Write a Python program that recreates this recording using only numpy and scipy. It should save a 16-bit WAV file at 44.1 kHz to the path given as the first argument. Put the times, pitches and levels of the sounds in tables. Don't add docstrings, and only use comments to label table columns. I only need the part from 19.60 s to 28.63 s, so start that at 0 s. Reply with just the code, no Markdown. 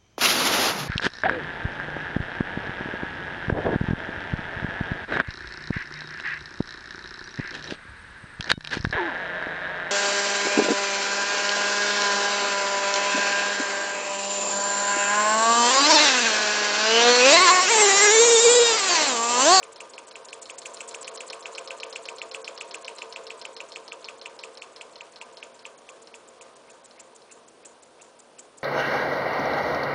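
import sys
import numpy as np
from scipy import signal
from scipy.fft import rfft, irfft
from scipy.io import wavfile
from scipy.ndimage import uniform_filter1d, minimum_filter1d

SR = 44100
rng = np.random.default_rng(int(sys.argv[2]) if len(sys.argv) > 2 else 0)


def magnitude_from_level(level_db):
    exponent = np.asarray(level_db, float) / 20
    return 10 ** exponent


def output_pcm(signal):
    pcm = np.clip(np.atleast_2d(signal).T, -1, 1) * 32767
    wavfile.write(sys.argv[1], SR, np.round(pcm).astype(np.int16))


N = 398223
TIME = np.arange(N) / SR
LAZY_TURN_S = 0.17


def unit(x):
    return x / np.sqrt(np.mean(x ** 2))


def topped(x, db):
    return x * magnitude_from_level(db) / np.abs(x).max()


def walk(rate_hz):
    k = int(SR / rate_hz)
    return unit(uniform_filter1d(uniform_filter1d(rng.standard_normal(N), k), k))


def coloured(points):
    hz, db = np.transpose(points)
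    axis = np.log(np.fft.rfftfreq(N, 1 / SR) + 1)
    shape = magnitude_from_level(np.interp(axis, np.log(hz), db, left=-60))
    return unit(irfft(rfft(rng.standard_normal(N)) * shape, N))


def ring(x, modes, sense=-1):
    out = 0
    for k, (hz, db, t60) in enumerate(modes):
        pole = np.exp(2j * np.pi * hz / SR - np.log(1000) / (t60 * SR))
        mode = signal.lfilter([0, pole.imag], [1, -2 * pole.real, abs(pole) ** 2], x + 1e-18)
        out = out + sense ** k * magnitude_from_level(db) * mode
    return out


def blows(times, db, push_ms):
    x = np.zeros(N)
    place = np.asarray(times) * SR
    np.add.at(x, place.astype(int), magnitude_from_level(db) * (1 - place % 1))
    np.add.at(x, place.astype(int) + 1, magnitude_from_level(db) * (place % 1))
    push = np.exp(-0.5 * (np.arange(-40, 41) / (push_ms * SR / 1000)) ** 2)
    return np.convolve(x, push / push.sum(), "same")


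def rattle(hit, t60):
    fade = signal.lfilter([1], [1, -np.exp(-np.log(1000) / (t60 * SR))], hit)
    return fade * rng.standard_normal(N) * magnitude_from_level(3 * walk(500))


# t/s, rate/(turns per s)
FLYWHEEL = [(0.0, 5.7163), (0.58, 5.6899), (0.84, 5.9451), (1.05, 6.4457), (1.38, 7.5074), (1.64, 7.9698),
            (2.02, 8.0224), (3.03, 7.5013), (3.62, 6.9713), (4.75, 5.6031), (5.41, 4.9757), (6.91, 3.4855),
            (7.11, 3.4541), (8.07, 2.8346), (9.03, 2.5196)]


def speed(s):
    return np.interp(s, *np.transpose(FLYWHEEL))


def crank():
    start_turn = 0.8235
    return start_turn + np.cumsum(speed(TIME)) / SR


def passes(angle, slip_per_s=0.):
    turns = crank()
    whole = np.arange(1, int(turns[-1]) + 1)
    lazy = np.maximum(1 / speed(np.interp(whole + angle, turns, TIME)) - LAZY_TURN_S, 0)
    s = np.interp(whole + angle - slip_per_s * lazy, turns, TIME)
    return s[s < TIME[-1]]


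# t/s, table rumble level/dB, scuff level after the knock/dB, scuff level at the far end/dB
RUN = [(0.0, -45.5, -39.5, -42), (0.6, -46.5, -39.5, -43), (0.9, -45.5, -37.5, -32),
       (1.08, -43.5, -30.5, -33.5), (1.3, -41, -34, -33), (1.72, -42, -40.5, -42), (2.0, -40.5, -37.5, -43),
       (2.6, -42.5, -36.5, -47.5), (3.6, -43.5, -41, -49), (4.7, -47.5, -42, -51.5), (5.4, -48.5, -45, -54),
       (6.2, -51.5, -40.5, -45.5), (6.8, -53, -44, -48.5), (7.25, -55, -40.5, -45.5), (7.7, -58, -39, -49),
       (8.25, -59, -39, -41.5), (8.65, -60, -41, -44.5), (9.03, -60, -41, -44.5)]


def run(s, axis):
    return np.interp(s, np.array(RUN)[:, 0], np.array(RUN)[:, axis])


# t/s, level/dB
KNOCK = [(0, -29.2), (.9, -27.8), (1.06, -26.2), (1.74, -26.3), (1.85, -23.4), (2.4, -22.2), (3.4, -23.8),
         (4.7, -25.2), (5.22, -28.2), (6.06, -28), (6.29, -33.7), (6.55, -32.3), (7.1, -46.5), (7.7, -45.2),
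         (8.4, -45.6), (9.03, -49)]


def knock_strength(s):
    return np.interp(s, *np.transpose(KNOCK))


# f/Hz, level/dB
HUM = [(120, -87), (240, -73), (1320, -77), (1560, -74.5), (1680, -93.5)]
# f/Hz, level/dB per Hz
HUSH = [(30, -28.5), (110, -22), (230, -13), (500, -5), (1000, -13), (1900, -22), (4900, -24.5),
        (7600, -28), (9800, -24)]


def background():
    hum = sum(magnitude_from_level(db + 2.0 + 0.91 * walk(1)) * np.sin(2 * np.pi * hz * TIME) for hz, db in HUM)
    return magnitude_from_level(-54.5) * coloured(HUSH) + hum


# delay/ms, level/dB
ECHOES = [
    (8.0, -24),
    (19.5, -17),
]


def room(x):
    tail_db, tail_t60_s = -18.5, 0.55
    t = np.arange(int(0.3 * SR)) / SR
    tail = rng.standard_normal(len(t)) * magnitude_from_level(-60 * t / tail_t60_s) * np.minimum(t / 0.0013, 1)
    reply = magnitude_from_level(tail_db) * unit(tail) / np.sqrt(len(t))
    reply[0] = 1
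    for ms, db in ECHOES:
        reply[int(ms * SR / 1000)] += magnitude_from_level(db)
    return signal.fftconvolve(x, reply)[:N]


# f/Hz, level/dB, t60/s
TABLE = [(323, -15.5, 0.12), (400.2, -8.5, 0.094), (452.4, -4.5, 0.24), (529.6, 3, 0.082), (590, 1, 0.038),
         (672.8, -1.5, 0.087), (784, -1.5, 0.019), (886.6, -3, 0.046), (945, -3.5, 0.12),
         (1010, -6.5, 0.14), (1040, -6.5, 0.074), (1082, -7.5, 0.13), (1132, -9, 0.086),
         (1203.6, -10, 0.18), (1263, -6.5, 0.053), (1446, -3.5, 0.017), (1555, -10, 0.077),
         (1704, -19, 0.1)]
# f/Hz, level/dB per Hz
SLIDE = [(1300, 0.5), (1900, -3.5), (2550, -2.5), (3400, -4), (4300, -6.5), (5700, -8.5), (7500, -13),
         (10000, -15.5)]


def bearings(turns, rumble_db, slide_db):
    spots = rng.standard_normal((2, 4096))
    rough = spots[0] * magnitude_from_level(1.84 * uniform_filter1d(spots[1], size=100) * 10)
    same = np.interp((turns % 1) * 4095, np.arange(4096), rough)
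    swing_db = 2.6 * np.cos(2 * np.pi * (turns - 0.17)) + 1.1 * walk(30)
    force = (0.6 * unit(same) + unit(rng.standard_normal(N))) * magnitude_from_level(swing_db)
    force = force - uniform_filter1d(force, size=220)
    hiss = coloured(SLIDE) * magnitude_from_level(1.5 * np.cos(2 * np.pi * (turns - 0.1)) + 2 * walk(260))
    return magnitude_from_level(rumble_db - 1) * unit(ring(force, TABLE)) + magnitude_from_level(slide_db) * hiss


def scuffs():
    usual_ms, spread = 10.5, 0.19
    near, far = passes(0.033), passes(0.555, slip_per_s=0.2)
    s = np.r_[near, far]
    chance = rng.standard_normal((len(s), 4)).T
    ms = usual_ms * np.exp(spread * np.clip(chance[0], -2, 2) * np.minimum(speed(s) / 6, 1) ** 2)
    db = np.r_[run(near, axis=2), run(far, axis=3)] - 0.4 * (ms - usual_ms) + 0.9 * chance[1]
    ms[:len(near)] += 7 * np.maximum(1 / speed(near) - LAZY_TURN_S, 0)
    ms[len(near):] -= 10 * np.maximum(1 / speed(far) - LAZY_TURN_S, 0)
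    climb = np.r_[3 + 0 * near, -4.5 + 0 * far] + 2.5 * chance[3]
    late = 0.0004 * (ms - usual_ms) + 0.0005 * chance[2]
    return zip(s + late, db, ms, climb)


# f/Hz, level/dB, t60/s
BORE = [(6483, -2.5, 0.0027), (7017, 5.5, 0.0045), (7607, 13, 0.0016), (7948, 5.5, 0.0037),
        (8790, -16, 0.0044), (9840, -11.5, 0.0038)]


def piston():
    swell = np.zeros((2, N))
    for s, db, ms, climb in scuffs():
        near = slice(max(int((s - 0.05) * SR), 0), int((s + 0.08) * SR))
        late = (TIME[near] - s - np.array([[-0.5], [0.5]]) * climb / 1000) / (ms / 1000)
        swell[:, near] += magnitude_from_level(db) * (np.exp(-np.abs(late / 0.7) ** 3) + 0.31 * (late > 0) * np.exp(-late / 5.6))
    grains = rng.standard_normal(N) * magnitude_from_level(3.5 * walk(700))
    low, high = ring(grains, BORE[:3]), -ring(grains, BORE[3:])
    body = np.std(low + high)
    low = low + body * rng.standard_normal(N) * magnitude_from_level(-20)
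    steady = np.sqrt(uniform_filter1d(low ** 2 + high ** 2, size=260))
    return magnitude_from_level(-0.5 + 1.8 * walk(380)) * (swell[0] * low + swell[1] * high) / steady


# f/Hz, level/dB, t60/s
LEVER_LOOSE = [(3500, -8, .012), (3900, -3, .015), (4150, 0, .02), (4320, 0, .02), (4650, -4, .012),
               (5280, -5, .014)]


def lift(s, db):
    turn_s = 1 / speed(s)
    chance = rng.standard_normal((len(s), 2)).T
    times = s - (0.123 + 0.004 * chance[0]) * turn_s
    hit = blows(times, db - 26 + 2 * chance[1], push_ms=0.02)
    return ring(hit + magnitude_from_level(-9.0) * rattle(hit, t60=0.027), LEVER_LOOSE)


# turn number, level/dB
ODD_TAPS = [
    (9, -32.7),
    (10, -31.5),
    (11, -28.2),
    (12, -38.2),
    (39, -44.5),
    (41, -41.9),
    (44, -44),
    (45, -47),
]


def taps():
    stops_hz = 4.2
    s = passes(0.744, slip_per_s=0.16)
    db = knock_strength(s) - 9 + 0.68 * rng.standard_normal(len(s))
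    lands = speed(s) > stops_hz
    for turn, odd_db in ODD_TAPS:
        db[turn - 1], lands[turn - 1] = odd_db, True
    upper_db = -1.5 + 1.5 * rng.standard_normal(len(s))
    return s[lands], db[lands], upper_db[lands]


# f/Hz, level/dB, t60/s
LEVER = [(3050, -3, .006), (3600, -6, .006), (4080, -1, .011), (4350, -2, .011), (5270, 3, .014),
         (5800, -6, .006)]


def lever(s, db, upper_db):
    chance = rng.standard_normal((len(s), 2)).T
    times = np.r_[s - 0.0009, s + 0.003 + 0.0001 * chance[0]]
    size_db = np.r_[db, db - 4 + 1.5 * chance[1]]
    low = blows(times, size_db, push_ms=0.02)
    high = blows(times, size_db + np.tile(upper_db, 2), push_ms=0.02)
    contact = [(4300, 0, 0.0008)]
    clicks = ring(ring(low, contact), LEVER[:4]) + ring(ring(high, contact), LEVER[4:])
    chatter = ring(magnitude_from_level(-38.5) * rattle(np.roll(low, 200), t60=0.18), LEVER_LOOSE)
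    chatter = chatter + ring(magnitude_from_level(-16) * rattle(low, t60=0.06), contact)
    thud = magnitude_from_level(-13) * ring(blows(s, db, push_ms=0.05), TABLE)
    return topped(clicks, db.max() + 4.0) + chatter + thud


def creep(s, db):
    scrape = 0
    for early_s, hz, step_db in ((0.014, 2150, -3), (0.006, 2500, 0), (-0.003, 2650, 3)):
        push = blows(s - early_s, db + step_db + 26.5, push_ms=0.1)
        rub = uniform_filter1d(push, size=330) * rng.standard_normal(N)
        scrape = scrape + ring(rub, [(hz, 0, 0.012)])
    return scrape + magnitude_from_level(-13.0) * ring(blows(s + 0.012, db, push_ms=0.045), TABLE)


def knocks():
    s = passes(0)
    return s, knock_strength(s) + 0.4 * rng.standard_normal(len(s))


# f/Hz, level/dB, t60/s
ROD = [(2470, 0, .015), (2650, 0, .015), (2900, -7, .01), (3280, -8, .006)]
# f/Hz, level/dB, t60/s
ROD_LOOSE = [(2240, 0.5, 0.0031), (2580, -5.5, 0.0084), (2766, -11.5, 0.023), (3364, -3, 0.0069),
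             (4330, -12, 0.0076), (5210, -7.5, 0.0053)]


def rod(s, db):
    hit = blows(s - 0.0011, db, push_ms=0.02)
    knock = ring(ring(hit, [(2650, 0, 0.002)]), ROD, sense=1)
    knock = signal.sosfilt(signal.butter(4, 2050, "high", fs=SR, output="sos"), knock)
    knock = topped(knock, db.max() + 1.5)
    rub = uniform_filter1d(np.roll(hit, -150), size=260) * rng.standard_normal(N)
    loose = ring(magnitude_from_level(-29.0) * rattle(np.roll(hit, 90), t60=0.08) + magnitude_from_level(13.5) * rub, ROD_LOOSE)
    shudder = magnitude_from_level(-41.0) * ring(rattle(np.roll(hit, 60), t60=0.04), TABLE[7:])
    edge_hit = blows(s - 0.0008, db + 3 * rng.standard_normal(len(s)), push_ms=0.012)
    edge = topped(ring(ring(edge_hit, [(3300, 0, 0.0043)]), ROD[2:]), db.max() - 10)
    thud = magnitude_from_level(-23.5) * ring(blows(s + 0.00384, db, push_ms=0.2), TABLE)
    return knock + edge + loose + shudder + thud


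def scene():
    slow_s = 7.0
    rumble_db = run(TIME, axis=1)
    slide_db = -57.5 + 0.69 * (rumble_db + 47)
    scuff, tap, (s, db) = piston(), taps(), knocks()
    quick = s < slow_s
    parts = rod(s[quick], db[quick]) + creep(s[~quick], db[~quick])
    parts = parts + lever(*tap) + lift(*tap[:2])
    engine = room(parts + 0.17 * scuff) + 0.83 * scuff + bearings(crank(), rumble_db - 0.5, slide_db)
    engine = signal.sosfilt(signal.butter(3, 230, "high", fs=SR, output="sos"), engine)
    return (engine + background())[None]


def thin_treble(x):
    drop_db, spread_db = -12.5, 3.6
    hz, _, z = signal.stft(x, SR, window="hann", nperseg=384, noverlap=256)
    bands_hz = [2500, 3100, 3700, 4400, 5100, 5800, 6500, 7200, 8000, 8800, 9500, 11000]
    edges = np.searchsorted(hz, bands_hz)
    power = uniform_filter1d(np.add.reduceat(np.abs(z) ** 2, edges)[:-1], size=2, axis=1)
    loud = -minimum_filter1d(-power, size=15, axis=1, origin=0)
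    loud = np.maximum(loud, magnitude_from_level(np.linspace(-38, -31, len(loud)))[:, None] * loud.max(axis=0))
    shape = np.array([len(loud) + 1, z.shape[1]])
    frame = np.repeat(rng.standard_normal(shape // [1, 9] + [0, 1]), 9, axis=1)[:, :shape[1]]
    block = np.repeat(rng.standard_normal(shape // [1, 2] + [0, 1]), 2, axis=1)[1:, :shape[1]]
    mood = frame[0] + 0.4 * frame[1:] + 0.7 * block - np.linspace(1.7, -0.2, len(loud))[:, None]
    keep = power > loud * magnitude_from_level(2 * (drop_db + spread_db * mood))
    z[edges[0]:edges[-1]] *= np.repeat(keep, np.diff(edges), axis=0)
    return signal.istft(z, SR, window="hann", nperseg=384, noverlap=256)[1][:N]


def low_pass(x):
    return signal.sosfilt(signal.butter(12, 10750, fs=SR, output="sos"), x)


def record(dry):
    top_cut = signal.ellip(10, 0.3, 70, 9900, fs=SR, output="sos")
    mix = signal.sosfilt(top_cut, thin_treble(dry[0]))
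    return low_pass(mix[None])


dry = scene()
out = record(dry)
output_pcm(out)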